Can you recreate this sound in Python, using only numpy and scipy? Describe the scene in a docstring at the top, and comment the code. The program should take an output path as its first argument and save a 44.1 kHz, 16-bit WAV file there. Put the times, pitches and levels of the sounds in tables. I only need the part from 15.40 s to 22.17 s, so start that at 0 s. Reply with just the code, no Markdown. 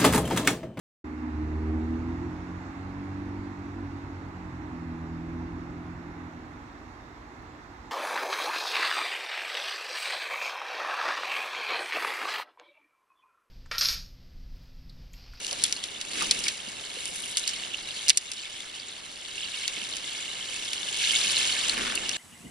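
"""Small wind waves lap a stony lakeshore, heard at an angler's body camera.
Each wave rises, holds and drains through gravel as bubbles, foam and spray; chop and wind murmur behind.
His jacket crinkles, rod, reel and stones click, and arm movements shake the camera.
The loudest clack ducks the camera's gain, which then creeps back."""
import sys
import numpy as np
from scipy import signal
from scipy.fft import rfft, irfft
from scipy.io import wavfile
from scipy.ndimage import uniform_filter1d

SR = 44100
rng = np.random.default_rng(int(sys.argv[2]) if len(sys.argv) > 2 else 0)


def transcribe(u):
    """Save the signal u as a 16-bit wav file named by the first command-line argument.

    u: samples, shape (n,) or (channels, n), limited to [-1, 1]; the rate is SR.
    q: integer samples, one column per channel.
    """
    v = np.clip(np.atleast_2d(u).T, -1, 1)
    q = np.round(v * 32767).astype(np.int16)
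    wavfile.write(sys.argv[1], SR, q)


N = 298557
TIME_S = np.arange(N) / SR
BINS_HZ = np.maximum(np.arange(N // 2 + 1) * SR / N, 1)

# waves on gravel (crest time [s], relative wash level [dB], relative spray level [dB], drain time [s])
WAVES = [(0.17, -45, -47, 0.23), (0.85, -36.5, -40, 0.19), (1.58, -44.5, -67, 0.53), (2.06, -39, -52, .18),
         (2.6, -42.5, -47, 0.61), (3.0, -40, -56, 0.71), (4.0, -38.5, -51.5, 0.43),
         (4.23, -36.5, -44.5, 0.32), (4.72, -39.5, -48.5, 0.85), (5.201, -39, -43.5, 0.54),
         (5.69, -28.5, -36, 0.32), (5.96, -28.5, -37, 0.41), (6.75, -34.5, -49, 0.84)]
# spectral shapes (frequency [Hz], relative gain [dB])
WASH_SPECTRUM = [(600, -44), (1400, -15), (1750, -7), (1900, -19), (2180, -2.5), (2380, -8), (2880, 2),
                 (3500, -1), (4200, -3.5), (4900, -9), (6400, -14), (7150, -6.5), (8200, -9.5),
                 (11000, -22)]
SPRAY_SPECTRUM = [(2500, -10), (4500, -2), (6300, 2.5), (7150, 2.5), (8200, -7.5), (9500, 4), (11000, -6.5)]
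SLOSH_SPECTRUM = [(40, -14), (110, -4.5), (210, -3), (350, -1), (500, -2), (800, -4.5), (1500, -25)]
SPLASH_SPECTRUM = [(350, -11.5), (600, -2), (1000, 2.5), (1240, 2), (1700, 1.5), (2200, 4.5), (3200, -20.5)]
WIND_SPECTRUM = [(12, -1), (28, 0), (50, 0), (80, -1), (130, -19), (300, -42)]
# jacket rubs (time [s], Gaussian sigma [s], level [dB], centre [Hz])
RUBS = [(0.065, 0.031, -35.5, 5470), (0.256, 0.058, -34, 3800), (0.785, 0.046, -33.5, 2750),
        (1.07, 0.021, -29.5, 3320), (1.83, 0.21, -37.5, 10300), (1.991, 0.014, -30.5, 7500),
        (2.09, 0.018, -30.5, 5670), (6.42, .099, -32, 1680)]
# arm bumps on the camera (time [s], Gaussian sigma [s], level [dB], centre [Hz])
BUMPS = [(0.13, 0.0073, -38, 603), (0.828, 0.013, -35, 1010), (1.283, 0.0075, -44, 190),
         (4.379, 0.0036, -38.5, 280), (4.424, 0.0069, -41.5, 230)]
# rod, reel and stone contacts (time [s], relative level [dB], centre [Hz], fade time [ms])
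CLICKS = [(0.111, -26, 3900, 3.4), (0.129, -19, 5540, 0.96), (0.2383, -4.5, 8300, 0.9),
          (.241, -18, 5050, 1.5), (.264, -23, 10000, 1.4), (.3252, -11.5, 5340, .9), (.438, -25, 4250, 4.1),
          (.6122, -25.5, 4200, 3.4), (.823, -18.5, 6000, 1.1), (0.9105, -11, 4700, 3.3),
          (1.039, -23.5, 4440, 3.5), (1.0823, -19, 3860, 5.6), (1.656, -19, 5800, 0.89),
          (1.7588, -20.5, 9800, 1), (1.9711, -9.5, 5840, 0.98), (1.98, -18, 9050, 1.1),
          (2.0768, -15, 6000, 1.5), (2.6823, -16.5, 4800, 2.3), (2.6889, -6.5, 5640, 0.6),
          (2.6957, -2.5, 6100, 1.6), (2.7022, -4, 3530, 1.5), (2.773, -2, 8000, 1.57),
          (2.917, -11.5, 4900, 0.57), (2.9352, -25, 6000, 1.6), (4.2792, -6.5, 4600, 0.46),
          (4.5676, -22.5, 4300, 1.5), (5.332, -20, 3800, 1.9), (5.837, -20, 5030, 1.7),
          (6.295, -18.5, 4500, 1.8), (6.5541, -14, 8250, 0.87), (6.693, -9, 4140, 0.41)]
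# arm movements (time [s], Gaussian sigma [s], relative level [dB])
ARM_MOVES = [(.22, 0.11, -10), (0.837, 0.08, -2), (1.026, 0.071, -9), (6.393, 0.081, -0.5),
             (6.627, 0.099, -6.5)]
# single large bubbles (time [s], relative level [dB], pitch [Hz])
PLOPS = [(0.2525, -17.5, 3300), (0.364, -24, 4200), (0.818, -22, 1204), (1.0676, -20, 2270),
         (2.235, -24, 2840), (2.3436, -17.5, 2830), (3.399, -21.5, 4690), (4.142, -20.5, 2810),
         (5.7595, -14, 3520), (5.9676, -10.5, 4200), (6.2964, -11.5, 4240), (6.576, -16.5, 2740)]
# microphone ports (frequency [Hz], left minus right [dB], right phase lead [rad], coherence [0-1])
PORTS = [(35, 0, 0, .92), (130, 1.5, .16, .55), (400, 0.6, 1.16, .42), (890, -0.5, 2.5, .38),
         (1320, -2.5, 1.5, 0.33), (1720, 1, 0, 0.48), (2200, -1.5, 0, 0.76), (2920, -9.5, -0.3, .76),
         (3230, -1.5, -2.5, 0.5), (3460, 6, -0.5, 0.63), (3960, 1, 0, 0.72), (5260, 0.5, 0.26, 0.67),
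         (6030, 2, 1.03, 0.42), (6820, 1.5, 3, 0.55), (8600, -1, 1.2, .36), (11000, 3, 1.27, 0.3)]


def undb(db):
    """Decibels to gain."""
    return 10 ** (np.asarray(db) / 20)


def unit(x):
    """Scale to rms 1."""
    return x / np.sqrt(np.mean(x ** 2) + 1e-18)


def smooth(x, lag_s):
    """One-pole low-pass."""
    pole = np.exp(-1 / (lag_s * SR))
    return signal.lfilter([1 - pole], [1, -pole], x)


def power_sum_db(*levels_db):
    """Total level of uncorrelated sounds."""
    return 10 * np.log10(sum(undb(db) ** 2 for db in levels_db))


def over_bins(table):
    """Table columns interpolated over log frequency."""
    hz, *columns = np.transpose(table)
    return [np.interp(np.log(BINS_HZ), np.log(hz), column) for column in columns]


def colour(x, spectrum):
    """Filter by a spectral shape; rms 1."""
    return unit(irfft(rfft(x) * undb(over_bins(spectrum)[0]), N))


def ring(x, hz, damping, low_hz):
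    """Broad resonance of a small object that radiates little below low_hz."""
    size = x.shape[-1]
    bins_hz = np.arange(size // 2 + 1) * SR / size + 1
    s, s_low = 1j * bins_hz / hz, 1j * bins_hz / low_hz
    resonance = s / (s ** 2 + damping * s + 1)
    high_pass = s_low ** 2 / (s_low ** 2 + np.sqrt(2) * s_low + 1)
    return irfft(rfft(x) * resonance * high_pass ** 2, size)


def wander(rate_hz):
    """Ramps between random values; rms near 1."""
    step = max(int(SR / rate_hz), 2)
    held = np.repeat(rng.standard_normal(N // step + 1), step)
    return np.sqrt(3 / 2) * uniform_filter1d(held, step)[:N]


def gaussian(time_s, sigma_s):
    """Bell envelope; peak 1."""
    return np.exp(-((TIME_S - time_s) / sigma_s) ** 2 / 2)


def add(out, time_s, x):
    """Mix x in at time_s."""
    start = max(int(time_s * SR), 0)
    out[:, start:start + x.shape[-1]] += x[:, :N - start]


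def crackle(rate_hz, spread_db, fade_s):
    """Tiny random noise bursts: many faint, a few strong."""
    burst_db = spread_db * np.minimum(rng.exponential(size=N), 5)
    impulses = (rng.random(N) < rate_hz / SR) * undb(burst_db) ** 2
    power = signal.lfilter([1], [1, -np.exp(-2 / (fade_s * SR))], impulses)
    return unit(np.sqrt(power) * rng.standard_normal((2, N)))


def bubble(t, hz, cycles, glide):
    """Trapped air rings, falling 40 dB over `cycles`; pitch rises as it nears the surface. Complex."""
    age = t * hz / cycles
    envelope = (1 - np.exp(-t * hz)) * undb(-40 * age)
    phase_rad = 2 * np.pi * hz * t * (1 + glide * np.minimum(age, 2) / 2)
    return envelope * np.exp(1j * phase_rad)


def bubble_swarm(low_hz, high_hz, cycles, spread_db, count, samples):
    """Bubbles of mixed size at random times, each with its own phase per channel."""
    onset, pitch, strength, life, *phases = rng.random((count, 6)).T[..., None]
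    hz = low_hz * (high_hz / low_hz) ** pitch
    strength_db = spread_db * np.minimum(-np.log(1 - strength), 5)
    rings = bubble(np.arange(samples) / SR, hz, cycles * (.5 + life), glide=0.095)
    rings = rings * undb(strength_db) * hz
    index = ((onset * N).astype(int) + np.arange(samples)).ravel()
    channels = [(rings * np.exp(2j * np.pi * phase)).real.ravel() for phase in phases]
    return unit(np.array([np.bincount(index, channel, N)[:N] for channel in channels]))


def wave_levels_db(lag_s=0, drain_stretch=1, rise_s=0.11, hold_s=0.099):
    """Wash and spray envelopes: each wave rises, holds and drains."""
    t = TIME_S[::64]
    crest_s, wash_db, spray_db, drain_s = np.transpose(WAVES)[..., None]
    age_s = t - lag_s - crest_s
    rise = (np.minimum(age_s, 0) / rise_s) ** 2 / 2
    drain = np.maximum(age_s - hold_s, 0) / (drain_s * drain_stretch)
    shape_db = 20 * np.log10(np.exp(-rise - drain) + 1e-9)
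    return [np.interp(TIME_S, t, power_sum_db(*(db + shape_db))) for db in (wash_db, spray_db)]


def shore(trickle_db=-40.5, mist_db=-46):
    """Waves drain through stones as bubbles, bursting foam and spray; lone drops tick on pebbles."""
    wave_wash_db, wave_spray_db = wave_levels_db()
    wash_db = power_sum_db(wave_wash_db + 2.5, trickle_db)
    spray_db = power_sum_db(wave_spray_db + 4, mist_db)
    flutter_db = .7 * wander(rate_hz=30)
    fizz = bubble_swarm(low_hz=1600, high_hz=7500, cycles=22, spread_db=3, count=10000, samples=450)
    foam = crackle(rate_hz=3200, spread_db=2.1, fade_s=0.0009)
    wash = colour(fizz + undb(2) * foam, WASH_SPECTRUM) * undb(wash_db + flutter_db)
    droplets = crackle(rate_hz=1800, spread_db=3.5, fade_s=0.0018)
    spray = colour(droplets, SPRAY_SPECTRUM) * undb(spray_db + flutter_db)
    ticks = crackle(rate_hz=60, spread_db=5, fade_s=0.0014)
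    drops = unit(ring(ticks, hz=6500, damping=2.3, low_hz=2200)) * undb(spray_db - 12)
    return wash + spray + drops


def lake(slosh_floor_db=-52.5, splash_floor_db=-50):
    """Chop sloshes, gurgles and splashes further out, swelling with each backwash."""
    backwash_db = wave_levels_db(lag_s=.11, drain_stretch=2.6)[0]
    slosh_db = power_sum_db(slosh_floor_db, backwash_db - 21) + .8 * wander(rate_hz=12)
    splash_db = power_sum_db(splash_floor_db, backwash_db - 15.5)
    gurgle = bubble_swarm(low_hz=166.6, high_hz=1605, cycles=8.4, spread_db=3.5, count=900, samples=2000)
    churn = colour(rng.standard_normal((2, N)), SLOSH_SPECTRUM)
    slosh = churn + undb(-9) * colour(gurgle, SLOSH_SPECTRUM)
    splash = colour(crackle(rate_hz=1500, spread_db=2, fade_s=0.0057), SPLASH_SPECTRUM)
    return slosh * undb(slosh_db) + splash * undb(splash_db)


def wind(level_db=-65.5):
    """Air rumbles unsteadily on the camera."""
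    rumble = colour(rng.standard_normal((2, N)), WIND_SPECTRUM)
    return rumble * undb(level_db + wander(rate_hz=8.6))


def swells(x, table, damping, low_hz):
    """Short swells of x, each through its own broad resonance."""
    out = np.zeros((2, N))
    for time_s, sigma_s, db, hz in table:
        envelope = gaussian(time_s, sigma_s)
        span = np.flatnonzero(envelope > .01)
        band = unit(ring(x[:, span], hz, damping, low_hz))
        add(out, span[0] / SR, band * envelope[span] * undb(db))
    return out


def jacket():
    """Stiff fabric crinkles in short rubs; the arms bump dully on the camera."""
    crinkle = crackle(rate_hz=700, spread_db=2.9, fade_s=.0007)
    rubs = swells(crinkle, RUBS, damping=0.84, low_hz=810)
    bumps = swells(rng.standard_normal((2, N)), BUMPS, damping=0.48, low_hz=102)
    return rubs + bumps


def contact(relative_db, hz, fade_ms, attack_ms=.2, rattle_ms=5, samples=2048):
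    """Hard contact: a brief crack, then a faint rattle. Small parts radiate little bass."""
    t_ms = 1000 * np.arange(samples) / SR
    strike = np.exp(-(t_ms / fade_ms) ** 1.3) * (1 - np.exp(-t_ms / attack_ms))
    rattle = undb(-28) * np.exp(-t_ms / rattle_ms)
    envelope = strike + rattle
    crack = ring(rng.choice([-1., 1.], (2, samples)) * envelope, hz, damping=0.69, low_hz=400)
    bass_cut = signal.butter(3, 2020, "high", fs=SR, output="sos")
    rms = np.sqrt(np.mean(envelope ** 2)) * undb(relative_db + 3)
    return unit(signal.sosfilt(bass_cut, crack)) * rms


def clicks(rebound_s=.003):
    """Rod, reel and stones strike and rebound once: weaker, duller, longer."""
    out = np.zeros((2, N))
    for time_s, db, hz, fade_ms in CLICKS:
        add(out, time_s, contact(db, hz, fade_ms))
        add(out, time_s + rebound_s, contact(db - 14, hz * 0.66, fade_ms * 3.6))
    return out


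def arms():
    """Arm movements shake the camera: deep rumble, dull thud of cloth on the case."""
    effort = sum(undb(db) * gaussian(time_s, sigma_s) for time_s, sigma_s, db in ARM_MOVES)
    rumble = colour(rng.standard_normal((2, N)), WIND_SPECTRUM)
    thud = unit(ring(rng.standard_normal((2, N)), hz=276, damping=0.75, low_hz=89))
    return effort * (undb(-52.5) * rumble + undb(-40) * thud)


def plops(samples=1500):
    """Single large bubbles ring above the wash; shared channel only."""
    out = np.zeros((2, N))
    for time_s, db, hz in PLOPS:
        plop = bubble(np.arange(samples) / SR, hz, cycles=28, glide=0.015).imag
        add(out[:1], time_s, plop * undb(db + 4.5)[None, None])
    return out


def ports(x):
    """Shared and unshared channels to left and right; the case shades and delays by frequency."""
    balance_db, lead_rad, coherence = over_bins(PORTS)
    shared, unshared = rfft(x) * np.sqrt([(1 + coherence) / 2, (1 - coherence) / 2])
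    left = shared + unshared
    right = (shared - unshared) * np.exp(1j * lead_rad)
    shade = undb([balance_db / 2, -balance_db / 2])
    shade /= np.sqrt(np.mean(shade ** 2, axis=0))
    return irfft(shade * np.array([left, right]), N)


def gain_control(x, threshold_db=-17, recovery_db_per_s=2, sense_s=.02, attack_s=0.0036):
    """Gain drops fast above the threshold and recovers at a steady rate."""
    level_db = 10 * np.log10(smooth(np.mean(x ** 2, axis=0), sense_s) + 1e-18)
    excess_db = np.maximum(level_db - threshold_db, 0)
    recovery_db = recovery_db_per_s * TIME_S
    duck_db = np.maximum.accumulate(excess_db + recovery_db) - recovery_db
    return x * undb(-smooth(duck_db, attack_s))


def scene():
    """Water, wind and the angler's gear at the camera's two ports."""
    return ports(shore() + lake() + wind() + jacket() + arms() + clicks() + plops())


def record(dry, ceiling=.85, cutoff_hz=11080):
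    """Camera: gain control, soft clipping, steep low-pass."""
    ducked = gain_control(dry)
    rounded = ducked / (1 + (ducked / ceiling) ** 6) ** (1 / 6)
    low_pass = 1 / np.sqrt(1 + (BINS_HZ / cutoff_hz) ** 260)
    return irfft(rfft(rounded) * low_pass, N)


dry = scene()
out = record(dry)
transcribe(out)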